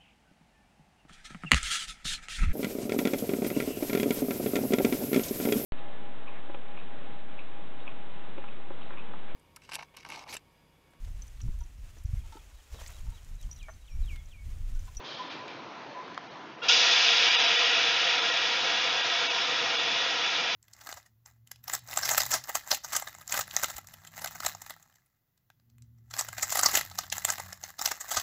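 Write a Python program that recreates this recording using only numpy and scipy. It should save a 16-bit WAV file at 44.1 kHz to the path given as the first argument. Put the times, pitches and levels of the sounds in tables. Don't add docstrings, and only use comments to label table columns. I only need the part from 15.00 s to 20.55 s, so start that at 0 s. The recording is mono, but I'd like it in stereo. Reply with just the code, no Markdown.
import sys
import numpy as np
from scipy import signal
from scipy.fft import rfft, irfft, next_fast_len
from scipy.io import wavfile
from scipy.ndimage import uniform_filter1d, map_coordinates

SR = 44100
rng = np.random.default_rng(int(sys.argv[2]) if len(sys.argv) > 2 else 0)


def generate_wav(signal):
    frames = np.transpose(np.atleast_2d(signal))
    scaled = np.clip(frames, -1, 1) * 32767
    pcm = np.round(scaled).astype(np.int16)
    wavfile.write(sys.argv[1], SR, pcm)


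def magnitude_from_level(level_db):
    exponent = np.asarray(level_db, float) / 20
    return 10 ** exponent


N = 244755

# frequency in Hz, level in dB per Hz.
JET_SPECTRUM = [(180, -48.5), (300, -13.5), (383, -23), (475, -12.5), (597, -5.5), (684, -12.5), (1130, -4),
                (1380, -2), (2070, -5), (3410, 0), (5470, -9), (6520, -13), (7570, -35.5), (9840, -68),
                (16700, -120)]
LAYER_EDGES_HZ = (1200, 2100, 3050, 4200)
# cracked level in dB, open level in dB, overshoot in dB,
# loss as pressure falls in dB, lateness of that loss as an exponent.
JET_LAYERS = [
    (-39.5, -35, 1.5, 0, 1.5),
    (-40.5, -31, -2, 1.5, 2.4),
    (-39, -26.5, 0.5, 5, 3.7),
    (-38, -25.5, 2.5, 6, 1),
    (-45, -24, 3, 10.5, 0.28),
]
# frequency in Hz, #
# width in Hz, lift in dB (negative for a notch).
PIPE_MODES = [(466.7, 18, 9), (513, 49, 11), (684, 60, 18), (765, 21, 11), (966, 22, 5.5), (1480, 15, -2.5),
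              (1616, 30, 13), (1696, 27, 1.5), (1770, 110, 0.5), (1910, 24, 11.5), (2262, 49, 7.5),
              (2400, 12, 9.5), (2547, 61, 8), (2690, 62, 3.5), (2780, 90, 1.5), (2854, 55, 7),
              (3480, 86, 4), (3814, 40, 6), (4310, 240, -3), (4926, 220, 6), (5325, 120, 7),
              (5860, 130, 2.5), (5860, 57, 3), (603, 51.6, -28.5), (1124, 62, -19), (1571, 36, -26),
              (2040, 320, -1.5), (3900, 71, 3)]
# delay in ms, level in dB.
ECHOES = [(.9, -20), (2.05, -21), (3.25, -34), (6.6, -20), (8.5, -17), (10.8, -14)]
# time in seconds, level in dB, frequency in Hz.
ORIFICE_TONE = [
    (1.75, -34.5, 3472),
    (2.24, -45.5, 3480),
    (5.55, -36, 3457),
]
# start in seconds, level in dB, hold in seconds.
WHISTLES = [
    (1.615, -39.5, .018),
    (1.684, -30.5, .02),
]
# frequency in Hz, level in dB.
SEAT_MODES = [(1400, 0), (2780, -1), (3300, -5), (5500, -20)]
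# start in seconds, level in dB, length in seconds.
PRESSURE_STEP = (1.682, -50, .014)
# start in seconds, level in dB, hold in seconds.
LEAKS = [(.025, -44, 0.077)]
# start in seconds, level in dB, hold in seconds.
SPITS = [(.295, -48.5, 0.018), (.474, -54, 0.022)]
# frequency in Hz, level in dB per Hz.
THIN_SPECTRUM = [(1060, -39), (1800, -4), (2020, -15), (2600, -9.5), (3190, 4.5), (3680, 1.5), (4970, -4.5),
                 (6550, -18), (7570, -38.5), (9840, -75), (16700, -120)]
HOLLOW_SPECTRUM = [(710, -23), (1200, 0.5), (1350, -2.5), (1810, -3), (2070, -9.5), (2350, 6.5),
                   (3530, -17), (4200, -19), (5460, -50), (9240, -120)]
# start in seconds, level in dB, hold in seconds.
JOLTS = [(.192, -37.5, .022), (.245, -46, .008), (.385, -45, .022), (.485, -52, .015), (.575, -47, .015),
         (.77, -53, .01), (.948, -40, .055), (1.1, -50, .015), (1.22, -51, .005), (1.405, -45, .005),
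         (1.52, -52, .005), (1.565, -51, .005)]
# time in seconds, peak in dB.
KNOCKS = [(1.079, -35), (1.177, -21)]
TICKS = [(0.4804, -30.5), (1.08, -45), (1.1454, -33), (1.1778, -27.5)]
# frequency in Hz, level in dB, 60 dB decay in seconds.
KNOCK_MODES = [(1230, -0.5, 0.0093), (1500, -7, 0.0045), (805, -8, 0.0094), (1080, -16, .04)]
TICK_MODES = [(3300, -1, .004), (2300, -5, .003), (4900, -2, .003), (6300, -7, .002)]
# frequency in Hz, level in dB per Hz.
YARD_SPECTRUM = [(15, -58), (25, -53), (124, -6.5), (242, -5), (293, -1.5), (420, -4.5), (710, -3),
                 (820, -4.5), (902, -2), (1150, -6), (3970, -17.5), (6400, -29), (7570, -50), (9840, -80.5),
                 (16700, -120)]
# time in seconds, level in dB.
YARD_LEVEL = [(0, -51), (1.1, -52), (1.6, -52.5), (2.8, -52), (5.55, -51.5)]
# time in seconds, length in seconds,
# threshold over the level of the band in dB.
DROPOUTS = [(.165, .02, -2), (.297, .025, 0), (1.29, .03, 1), (1.57, .025, -2), (1.698, .02, -3),
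            (2.3, .025, 0), (2.372, .035, 3), (2.43, .02, -2), (2.47, .025, 0), (2.575, .03, 0),
            (3.21, .025, 0), (3.32, .025, 0), (4.03, .03, 1), (4.285, .03, 3), (4.33, .02, 0),
            (4.77, .03, 2)]


def vent():
    def colour(f):
        modes_db = sum(db / (1 + (2 * (f - hz) / width) ** 2) for hz, width, db in PIPE_MODES)
        comb = 1 + sum(magnitude_from_level(db) * np.exp(-2j * np.pi * f * ms / 1000) for ms, db in ECHOES)
        return magnitude_from_level(along(JET_SPECTRUM, f)) * magnitude_from_level(modes_db) * comb

    def power_below(f, edge):
        return 1 / (1 + (f / edge) ** 8)

    surge_db = 0.064 * wobble(15) + 0.29 * wobble(20)
    edges = (1, *LAYER_EDGES_HZ, SR)
    out = np.zeros(N)
    for layer, low, high in zip(JET_LAYERS, edges, edges[1:]):
        def band(f):
            share = (1 - power_below(f, low)) * power_below(f, high)
            return colour(f) * np.sqrt(share)
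        out += flow(*layer) * magnitude_from_level(surge_db) * rush(band, patchy_db=0.32)
    return out


def flow(cracked_db, open_db, overshoot_db, lost_db, late):
    crack_s, crack_rise_s = 1.618, .025
    open_s, open_rise_s = 1.681, .009
    rush_s, drain_db_per_s = 0.027, 0.7648
    empty_s, empty_bend = 1.13, 2.54
    t = since(open_s + open_rise_s)
    opened = rise(open_s, open_rise_s)
    spent = 1 - np.exp(-(t / empty_s) ** empty_bend)
    blow_db = open_db + overshoot_db * np.exp(-t / rush_s) - lost_db * spent ** late - drain_db_per_s * t
    cracked = rise(crack_s, crack_rise_s) * (1 - opened) * magnitude_from_level(cracked_db)
    return cracked + opened * magnitude_from_level(blow_db)


def orifice():
    db, hz = curves(ORIFICE_TONE)
    turns = np.cumsum(hz) / SR + 0.34 * wobble(90)
    return magnitude_from_level(db + 3.2 * wobble(25)) * np.sin(2 * np.pi * turns)


def whistle():
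    tones = sum(magnitude_from_level(db) * shaky(hz, turns=0.32) for hz, db in SEAT_MODES)
    return bursts(WHISTLES, rise_s=.008, fall_db_per_s=600) * tones


def thump():
    s, db, length = PRESSURE_STEP
    cycle = (np.arange(N) / SR - s) / length
    return magnitude_from_level(db) * np.sin(2 * np.pi * cycle) * (np.abs(cycle - .5) < .5)


def puff():
    leak = bursts(LEAKS, rise_s=0.037, fall_db_per_s=41)
    leak = leak * magnitude_from_level(-80 * since(.3))
    spits = bursts(SPITS, rise_s=.012, fall_db_per_s=300)
    spits = spits + magnitude_from_level(-9) * bursts(SPITS, rise_s=.012, fall_db_per_s=15)
    thin = rush(lambda f: magnitude_from_level(along(THIN_SPECTRUM, f)), patchy_db=0.5)
    hollow = rush(lambda f: magnitude_from_level(along(HOLLOW_SPECTRUM, f)), patchy_db=1.5)
    return (leak + magnitude_from_level(-3) * spits) * thin + (spits + magnitude_from_level(-7.5) * leak) * hollow


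def bar():
    rest_hum = magnitude_from_level(-60 + 2.6 * wobble(11))
    shaken = bursts(JOLTS, rise_s=.005, fall_db_per_s=480) + rest_hum
    chatter = magnitude_from_level(-3.5 + 2.4 * wobble(60))
    return chatter * shaken * shaky(1007, turns=0.07)


def clicks():
    out = np.zeros(N)
    t = np.arange(SR // 20) / SR
    onset = 1 - np.exp(-t / 0.00048)
    for contacts, modes in (KNOCKS, KNOCK_MODES), (TICKS, TICK_MODES):
        ring = sum(magnitude_from_level(db - 60 * t / t60) * np.sin(2 * np.pi * hz * t) for hz, db, t60 in modes)
        for s, db in contacts:
            out[round(s * SR):][:len(t)] += magnitude_from_level(db + 6.0) * ring * onset
    return filtered(out, lambda f: (1j * f / (400 + 1j * f)) ** 2)


def yard():
    level_db = curves(YARD_LEVEL)[0] + 7.5 + 0.41 * wobble(8.6)
    return magnitude_from_level(level_db) * rush(lambda f: magnitude_from_level(along(YARD_SPECTRUM, f)), patchy_db=1.5)


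def rush(response, patchy_db):
    z = signal.stft(rng.standard_normal(N + 512), nperseg=512)[2]
    field = uniform_filter1d(rng.standard_normal(z.shape), size=4, axis=0)
    field = uniform_filter1d(field, size=12, axis=1)
    patchy = signal.istft(z * magnitude_from_level(patchy_db * unit(field)), nperseg=512)[1][:N]
    return unit(filtered(patchy, response))


def shaky(hz, turns):
    return np.sqrt(2) * np.sin(2 * np.pi * (hz * np.arange(N) / SR + turns * wobble(40)))


def bursts(rows, rise_s, fall_db_per_s):
    out = np.zeros(N)
    for s, db, hold in rows:
        out += rise(s, rise_s) * magnitude_from_level(db - fall_db_per_s * since(s + rise_s + hold))
    return out


def rise(s, rise_s):
    return np.sin(np.pi / 2 * np.minimum(since(s) / rise_s, 1)) ** 2


def since(s):
    return np.maximum(np.arange(N) / SR - s, 0)


def wobble(rate):
    knots = rng.standard_normal(int(N * rate / SR) + 4)
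    return map_coordinates(knots, [np.arange(N) * rate / SR])


def curves(rows):
    s, *columns = np.transpose(rows)
    return [np.interp(np.arange(N) / SR, s, c, left=-120, right=-120) for c in columns]


def along(points, hz):
    f, v = np.transpose(points)
    return np.interp(np.log(hz + 1), np.log(f + 1), v)


def filtered(x, response):
    m = next_fast_len(N + SR // 2)
    return irfft(rfft(x, m) * response(np.fft.rfftfreq(m, 1 / SR)), m)[..., :N]


def unit(x):
    return x / np.sqrt(np.mean(x ** 2) + 1e-20)


def scene():
    air = vent() + orifice() + whistle() + thump() + puff()
    return np.tile(air + bar() + clicks() + yard(), (2, 1))


def dropouts(x):
    hz, t, z = signal.stft(x, SR, nperseg=768, noverlap=640)
    size = np.abs(z)
    masking = uniform_filter1d(size, size=40, axis=0) ** .75 * size.max(axis=0) ** .25 * magnitude_from_level(-6)
    luck_db = 4 * rng.standard_normal((len(DROPOUTS), 120))
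    band = (hz // 200).astype(int)
    for (s, length, over_db), band_db in zip(DROPOUTS, luck_db):
        near = np.abs(t - s) < length / 2
        threshold = masking[:, near] * magnitude_from_level(over_db + band_db[band])[:, None]
        z[:, near] *= 1 - .9 / (1 + (size[:, near] / (threshold + 1e-12)) ** 6)
    return signal.istft(z, SR, nperseg=768, noverlap=640)[1][:N]


def low_pass(x):
    return signal.sosfilt(signal.butter(12, 7720, fs=SR, output="sos"), x)


def record(dry):
    def camera(hz):
        band_limit = np.clip((7850 - hz) / 300, 0, 1)
        return band_limit * hz / (hz + 30)

    x = filtered(dropouts(dry[0]), camera)
    mix = np.tile(x, (2, 1))
    return low_pass(mix)


dry = scene()
out = record(dry)
generate_wav(out)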